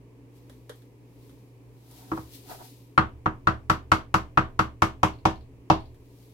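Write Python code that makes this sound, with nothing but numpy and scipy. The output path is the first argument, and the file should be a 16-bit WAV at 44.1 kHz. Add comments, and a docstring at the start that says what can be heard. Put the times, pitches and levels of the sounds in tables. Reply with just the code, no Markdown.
"""A small, dry room: a plastic spoon smears thick soap batter into a wooden loaf mold, then knocks
on the rim a dozen times. Each knock clacks in the spoon, rings the mold's boards and thumps the table;
close surfaces and the room answer. The last knocks set something on the table bouncing.
The batter ticks, hisses and squelches softly under the spoon, over faint mains hum and room rumble."""
import sys
import numpy as np
from scipy import signal
from scipy.fft import rfft, irfft
from scipy.io import wavfile
from scipy.ndimage import uniform_filter1d

SR = 44100
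rng = np.random.default_rng(int(sys.argv[2]) if len(sys.argv) > 2 else 0)


def dump(signal):
    """Clip the signal to [-1, 1] and save it as 16-bit WAV at the path in sys.argv[1]."""
    limited = np.clip(np.atleast_2d(signal).T, -1, 1)
    pcm = np.round(limited * 32767).astype(np.int16)
    wavfile.write(sys.argv[1], SR, pcm)


N = 279338
TIME_S = np.arange(N) / SR
RING_S = TIME_S[:SR * 2 // 3]  # time axis of one hit

# spoon on rim: start_s, pitch_hz, strength_db (re usual knock), hardness_db, batter_cushion (0-1)
KNOCKS = [(2.1161, 1110, -14, -3, 0.98), (2.1737, 1080, -21, -4, .6), (2.9771, 1220, 3, -5.5, 0.04),
          (3.2592, 1143, -4, -8.5, 0.05), (3.4712, 1263, .5, -4.5, 0), (3.698, 1240, -0.5, 3, 0),
          (3.9172, 1240, 2, 2.5, 0.07), (4.142, 1174, -.5, 4, 0), (4.3736, 1217, 2, -5, 0),
          (4.5919, 1207, -1, 1.5, 0), (4.8207, 1120, 0, 5.5, 0.01), (5.0312, 1040, 0, 6, 0),
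          (5.2535, 974, -.5, 2.5, 0), (5.7, 938, 2, -4.5, 0.04)]
WOOD_DB_PER_DB = .8  # wood level against knock strength


def knocks(near, tail):
    """Each knock drives spoon, mold and table; the pitch drops as the contact point shifts."""
    out = np.zeros((2, N))
    for start_s, pitch_hz, strength_db, hardness_db, cushion in KNOCKS:
        drop_oct = pitch_drop_oct(pitch_hz)
        push_db = table_push_db(pitch_hz, strength_db)
        cushion_db_per_oct = -12 * cushion
        scatter = room_tail(build_s=0.0029)  # moving arm and spoon scatter the reflections anew
        paths = near + undb(-11) * tail + undb(-8) * scatter
        knock = spoon_clack(pitch_hz, strength_db, paths)
        knock += table_thump(push_db)
        knock += mold_boards(strength_db, drop_oct, cushion, cushion_db_per_oct)
        knock += thud(push_db + .4 * cushion_db_per_oct, tail)
        knock += rim_contact(strength_db, hardness_db, drop_oct, scatter, tail)
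        add(out, start_s, knock)
    return out


def spoon_clack(pitch_hz, strength_db, paths, width_hz=640):
    """Heavily damped bending resonance of the loaded spoon; nothing passes far above its pitch."""
    b, a = signal.iirpeak(pitch_hz, pitch_hz / width_hz, fs=SR)
    swing = signal.lfilter(b, a, signal.unit_impulse(len(RING_S)))
    swing = signal.lfilter(b, a, swing)
    swing = signal.sosfilt(signal.butter(3, 1.48 * pitch_hz, fs=SR, output="sos"), swing)
    return undb(-19 + strength_db) * unit_hit(convolve(swing, paths)) * ears(.3, -.3)


def table_thump(push_db):
    """Low modes of the table under the mold."""
    # pitch_hz, level_db, t60_s
    table_modes = [(25.9, -41, 0.9), (68.2, -39.5, 0.75), (74.4, -40, 0.83), (92.4, -19.5, 0.1),
                   (108.85, -40, 0.9), (131.8, -25, 0.21), (165.8, -25, 0.15), (187.1, -29, 0.2),
                   (212, -31, 0.23), (237.6, -37, 0.29)]
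    thump = ring(table_modes, push_s=0.002, scatter_db=2, side_db=-15.5)
    return undb(-28 + push_db) * thump * ears(-.9, .9)


def mold_boards(strength_db, drop_oct, cushion, tilt_db_per_oct):
    """The filled mold rings, more under a lower clack; a batter cushion pushes it slowly."""
    # pitch_hz, level_db, t60_s
    mold_modes = [(279, -44.5, 0.35), (319.5, -20, 0.2), (391, -33.5, 0.26), (501, -27.5, 0.13),
                  (592.4, -25, 0.11), (649, -45, 0.41), (755, -34, 0.24)]
    level_db = -30.5 + WOOD_DB_PER_DB * strength_db + 16 * drop_oct + 10.5 * cushion
    return undb(level_db) * ring(mold_modes, push_s=0.0035, scatter_db=0.5, side_db=-16,
                                 tilt_db_per_oct=tilt_db_per_oct, detune=0.007)


def thud(push_db, tail):
    """Dull body of a blow, with its room reflections."""
    # freq_hz, level_db
    thud_spectrum = [(40, -26), (75, 3), (110, -2.5), (250, -8), (450, -3.5), (650, -1), (850, -3.5),
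                     (1200, -18), (3000, -53), (9000, -77)]
    impact = contact(t60_s=0.03, grit=0.19)[0] + undb(1.5) * tail
    return undb(-33 + push_db) * unit_hit(colour(impact, thud_spectrum))


def rim_contact(strength_db, hardness_db, drop_oct, scatter, tail):
    """Bright edge of a knock: rap, spoon overtones and crack. Stronger knocks are brighter."""
    # hard contact: freq_hz, level_db
    rap_spectrum = [(1200, -10.5), (1700, 0.5), (1980, -6.5), (2170, 5.5), (2320, 0), (2600, 1.5),
                    (3300, -0.5), (4000, -5), (5000, -16.5), (8000, -39.5), (15000, -54.5)]
    crack_spectrum = [(1500, -19.5), (2800, -6.5), (3800, 1), (4700, 8), (5200, 4.5), (5800, 7),
                      (6500, 0.5), (7300, 1), (8400, -5.5), (11500, -7.5), (16000, -13)]
    # upper spoon modes: pitch_hz, level_db, t60_s
    spoon_modes = [(1780, -1, 0.2), (2180, -2, 0.15), (2480, -0.5, 0.094), (2650, -0.5, 0.12),
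                   (2700, -1.5, .1), (3145, -6, 0.12), (4180, -7.5, 0.084)]
    edge = contact(t60_s=0.055, grit=0.31) + undb(-4) * scatter + undb(-7.5) * tail
    edge *= ears(1.3, -1.3)
    # a contact that favours the lower clack also stirs higher overtones
    rap = unit_hit(colour(edge, tilted(rap_spectrum, 30 * drop_oct, pivot_hz=2292)))
    overtones = ring(spoon_modes, push_s=0.00042, scatter_db=4, side_db=1, detune=0.0046)
    # a harder contact is shorter and reaches higher
    crack_db_per_oct = -1.6 + 0.51 * hardness_db - 22 * drop_oct
    crack = unit_hit(colour(edge, tilted(crack_spectrum, crack_db_per_oct, pivot_hz=4520)))
    drive_db = 1.4 * strength_db + 0.52 * hardness_db
    return (undb(-35 + drive_db) * rap + undb(-39.5 + drive_db) * overtones
            + undb(-42 + strength_db + hardness_db) * crack)


def pitch_drop_oct(pitch_hz, usual_hz=1195):
    """Distance of the spoon below its usual pitch."""
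    return np.log2(usual_hz / pitch_hz)


def table_push_db(pitch_hz, strength_db):
    """Table drive re a usual knock; a lower clack passes more of the blow to the wood."""
    return WOOD_DB_PER_DB * strength_db + 5.5 * pitch_drop_oct(pitch_hz)


def batter_smear(tail, grain_db=4.5):
    """Dense tiny ruptures fizz as the batter slides; pressing harder adds a low squelch."""
    # spoon sliding, spoon bearing down: peak_s, length_s, level_db
    strokes = [(.375, .2, -67.5), (.53, 0.49, -69), (.76, 0.36, -67), (1.26, .8, -67), (1.98, 0.52, -56.5),
               (2.17, 0.39, -55), (2.35, 0.18, -49.5), (2.515, 0.21, -48), (2.65, 0.41, -54),
               (6.23, 0.92, -65.5)]
    presses = [(2.03, 0.71, -58), (2.52, 0.099, -37.5), (2.615, .11, -46)]
    # freq_hz, level_db
    fizz_spectrum = [(1000, -23), (2000, -4.5), (4000, 1.5), (7000, -3), (9000, -3.5), (13000, 0.5),
                     (16000, -5.5)]
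    squelch_spectrum = [(150, -11.5), (330, -2), (600, -9), (760, 0.5), (880, 2), (1050, -8), (1350, -6.5),
                        (1900, -18), (4000, -39.5)]
    grains = rng.standard_normal((2, N)) * undb(grain_db * rng.standard_normal((2, N)))
    fizz = unit(colour(grains, fizz_spectrum)) * swells(strokes) * ears(4, .8)
    squelch = unit(colour(convolve(grains[0], tail), squelch_spectrum)) * swells(presses)
    return fizz + squelch * undb(1.9 * drift(51))


def batter_ticks():
    """Air pockets snap open; large ones sound duller, with a hollow plop."""
    # sticky batter letting go: start_s, level_db, tilt_db_per_oct
    pockets = [(.354, -75, 9), (.497, -60, 2), (0.695, -48.5, 0), (.757, -72, 10), (.82, -69.5, 3),
               (1.295, -66.5, 2), (1.9125, -60, 8), (5.945, -73, 3)]
    # freq_hz, level_db
    tick_spectrum = [(300, -3), (700, 0), (1100, 5), (1400, 2), (1850, 3), (2600, -17.5), (3300, 1.5),
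                     (4500, -10), (8000, -14), (10500, -11), (16000, -23)]
    # pitch_hz, level_db, t60_s
    plop_modes = [(443, 0, 0.093), (487, -0.5, 0.12), (579, 1, 0.076)]
    out = np.zeros((2, N))
    for start_s, tick_db, tilt_db_per_oct in pockets:
        snap = contact(t60_s=0.057, grit=0.17) + undb(-4) * room_tail()
        snap = colour(snap, tilted(tick_spectrum, tilt_db_per_oct, pivot_hz=1000))
        plop = ring(plop_modes, push_s=0.0017, scatter_db=3.5, side_db=-12)
        plop_db = tick_db + 3 - 2.5 * tilt_db_per_oct
        add(out, start_s, undb(tick_db) * unit_hit(snap) + undb(plop_db) * plop)
    return out


def rattles(from_s=5, bounces=3, gap_s=.052, loss_db=4.5):
    """Something on the table bounces after the last knocks: small contacts plus room reflections."""
    # freq_hz, level_db
    rattle_spectrum = [(1500, -12), (2800, -7), (3700, -5), (4300, 3), (5000, -8), (6000, -20),
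                       (12000, -25)]
    out = np.zeros((2, N))
    for start_s, pitch_hz, strength_db, _, _ in KNOCKS:
        if start_s > from_s:
            for k in range(bounces):
                level_db = -62.5 + table_push_db(pitch_hz, strength_db) - loss_db * k
                bounce = colour(contact(t60_s=.04, grit=.4) + room_tail(), rattle_spectrum)
                add(out, start_s + gap_s * (k + 1), undb(level_db) * unit_hit(bounce))
    return out


def near_paths():
    """Direct sound and first reflections off close surfaces; unit mean energy per ear."""
    # left_delay_s, left_db, right_delay_s, right_db
    paths = [(0.00018, -5.5, 0.00035, -10.5), (0.00322, -3, 0.002991, -2.5), (0.00553, -10, 0.00388, -13.5),
             (0.00844, -8, 0.00526, -1), (0.01, -9.5, 0.00549, -5.5), (0.0135, -14, 0.0057, -5.5),
             (0.01907, -10.5, 0.011, -22.5)]
    out = np.zeros((2, len(RING_S)))
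    for left_s, left_db, right_s, right_db in paths:
        out[0, int(left_s * SR)] += undb(left_db)
        out[1, int(right_s * SR)] += undb(right_db)
    return out / np.sqrt(np.sum(out ** 2) / 2)


def room_tail(build_s=0.006):
    """Diffuse reflections of unit energy, different at each ear; the bass lasts longest."""
    # room decay: band_hz, t60_s
    bands = [(150, .3), (500, 0.26), (1300, 0.18), (3000, 0.23), (5000, 0.2), (12000, 0.19)]
    band_hz, t60s = np.transpose(bands)
    hz = np.fft.rfftfreq(len(RING_S), 1 / SR)
    spectrum = np.exp(2j * np.pi * rng.random((2, len(hz))))
    tail = sum(irfft(spectrum * along(np.c_[band_hz, share], hz)) * fade(t60_s)
               for share, t60_s in zip(np.eye(len(bands)), t60s))
    tail *= 1 - np.exp(-RING_S / build_s)
    return unit(tail) / np.sqrt(len(RING_S))


def mains_hum():
    """Faint tones wavering in level and phase."""
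    # pitch_hz, level_db
    tones = [(59.5, -66.5), (119.6, -53.5), (269.2, -65.5), (360.3, -71)]
    hum = np.zeros(N)
    for pitch_hz, level_db in tones:
        amplitude = np.sqrt(2) * undb(level_db + .7 * drift(3.9))
        hum += amplitude * np.sin(2 * np.pi * (pitch_hz * TIME_S + rng.random()) + .15 * drift(5.5))
    return hum


def room_rumble():
    """Low noise, alike at both ears in the bass, unrelated in the treble."""
    # freq_hz, level_db
    rumble_spectrum = [(20, -26.5), (30, -14.5), (45, -15), (60, 2.5), (85, -17.5), (120, -2.5),
                       (170, -8.5), (230, -11), (280, 1), (340, -10), (430, -6), (600, -19.5), (750, -24.5),
                       (950, -20.5), (1400, -35.5), (2400, -30), (3500, -40.5), (15000, -46)]
    mid, side = colour(rng.standard_normal((2, N)), rumble_spectrum)
    side = colour(side, [(60, -5.5), (300, -13.5), (700, -3.5), (1400, 0.5)])
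    return unit(mid + side * np.array([[1], [-1]])) * undb(-55 + 0.8 * drift(5))


def ring(modes, push_s, scatter_db, side_db, tilt_db_per_oct=0, detune=0.017):
    """Modes started by a soft push, weighted and tuned anew per hit; normalised."""
    hz, db, t60s = np.transpose(modes)
    hz = hz * (1 + detune * rng.standard_normal(len(hz)))
    db = db + tilt_db_per_oct * np.log2(hz) + scatter_db * rng.standard_normal(len(hz))
    gains = (-1) ** np.arange(len(hz)) * undb(db)
    wave = sum(gain * fade(t60_s) * np.exp(2j * np.pi * mode_hz * RING_S)
               for mode_hz, gain, t60_s in zip(hz, gains, t60s))
    wave *= (1 - np.exp(-RING_S / push_s)) ** 2
    # reaches the two ears out of step
    return unit_hit(wave.imag - undb(side_db) * wave.real * np.array([[1], [-1]]))


def contact(t60_s, grit):
    """Sharp tick, then brief gritty chatter; unit mean energy per ear."""
    chatter = grit * rng.standard_normal((2, len(RING_S))) * fade(t60_s)
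    return unit(signal.unit_impulse(len(RING_S)) + chatter) / np.sqrt(len(RING_S))


def swells(moves, rise_share=.42, depth_db=17.5):
    """Gain of movements that swell and die away, their ends depth_db under the peak."""
    power = 0
    for peak_s, length_s, level_db in moves:
        away = np.maximum((peak_s - TIME_S) / rise_share, (TIME_S - peak_s) / (1 - rise_share))
        power += undb(level_db - depth_db * away / length_s) ** 2
    return np.sqrt(power)


def colour(x, points, size=4096):
    """Minimum-phase filter from (freq_hz, level_db) points."""
    cepstrum = irfft(np.log(undb(along(points, np.fft.rfftfreq(size, 1 / SR)))))
    cepstrum[1:size // 2] *= 2
    cepstrum[size // 2 + 1:] = 0
    return convolve(x, irfft(np.exp(rfft(cepstrum))))


def tilted(points, db_per_oct, pivot_hz):
    """Tilt a spectrum above the pivot."""
    return [(hz, db + db_per_oct * np.log2(max(hz, pivot_hz) / pivot_hz)) for hz, db in points]


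def along(points, hz):
    """Interpolate (freq_hz, value) points over log frequency."""
    point_hz, values = np.transpose(points)
    return np.interp(np.log(hz + 1), np.log(point_hz), values)


def convolve(x, response):
    """Filter along time, keeping the length."""
    x = np.atleast_2d(x)
    return signal.fftconvolve(x, np.atleast_2d(response), axes=-1)[:, :x.shape[-1]]


def drift(rate_hz):
    """Smooth random wander, spread near 1."""
    step = int(SR / rate_hz)
    return uniform_filter1d(np.repeat(rng.standard_normal(N // step + 1), step), step)[:N]


def fade(t60_s):
    return np.exp(-np.log(1000) * RING_S / t60_s)


def undb(db):
    return 10 ** (np.asarray(db) / 20)


def ears(left_db, right_db):
    return undb([[left_db], [right_db]])


def unit(x):
    """Scale to rms 1."""
    return x / np.sqrt(np.mean(x ** 2))


def unit_hit(x):
    """Scale to rms 1 over the first 50 ms."""
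    return x / np.sqrt(np.mean(x[..., :SR // 20] ** 2))


def add(out, start_s, hit):
    start = int(start_s * SR)
    out[:, start:start + len(RING_S)] += hit[:, :N - start]


def scene():
    """Knocks, rattles and batter in one small room."""
    near, tail = near_paths(), room_tail()
    return knocks(near, tail) + rattles() + batter_ticks() + batter_smear(tail) + mains_hum() + room_rumble()


def record(dry):
    """The recorder cuts the top at 16 kHz."""
    return signal.sosfilt(signal.ellip(10, .2, 70, 16000, fs=SR, output="sos"), dry)


dry = scene()
out = record(dry)
dump(out)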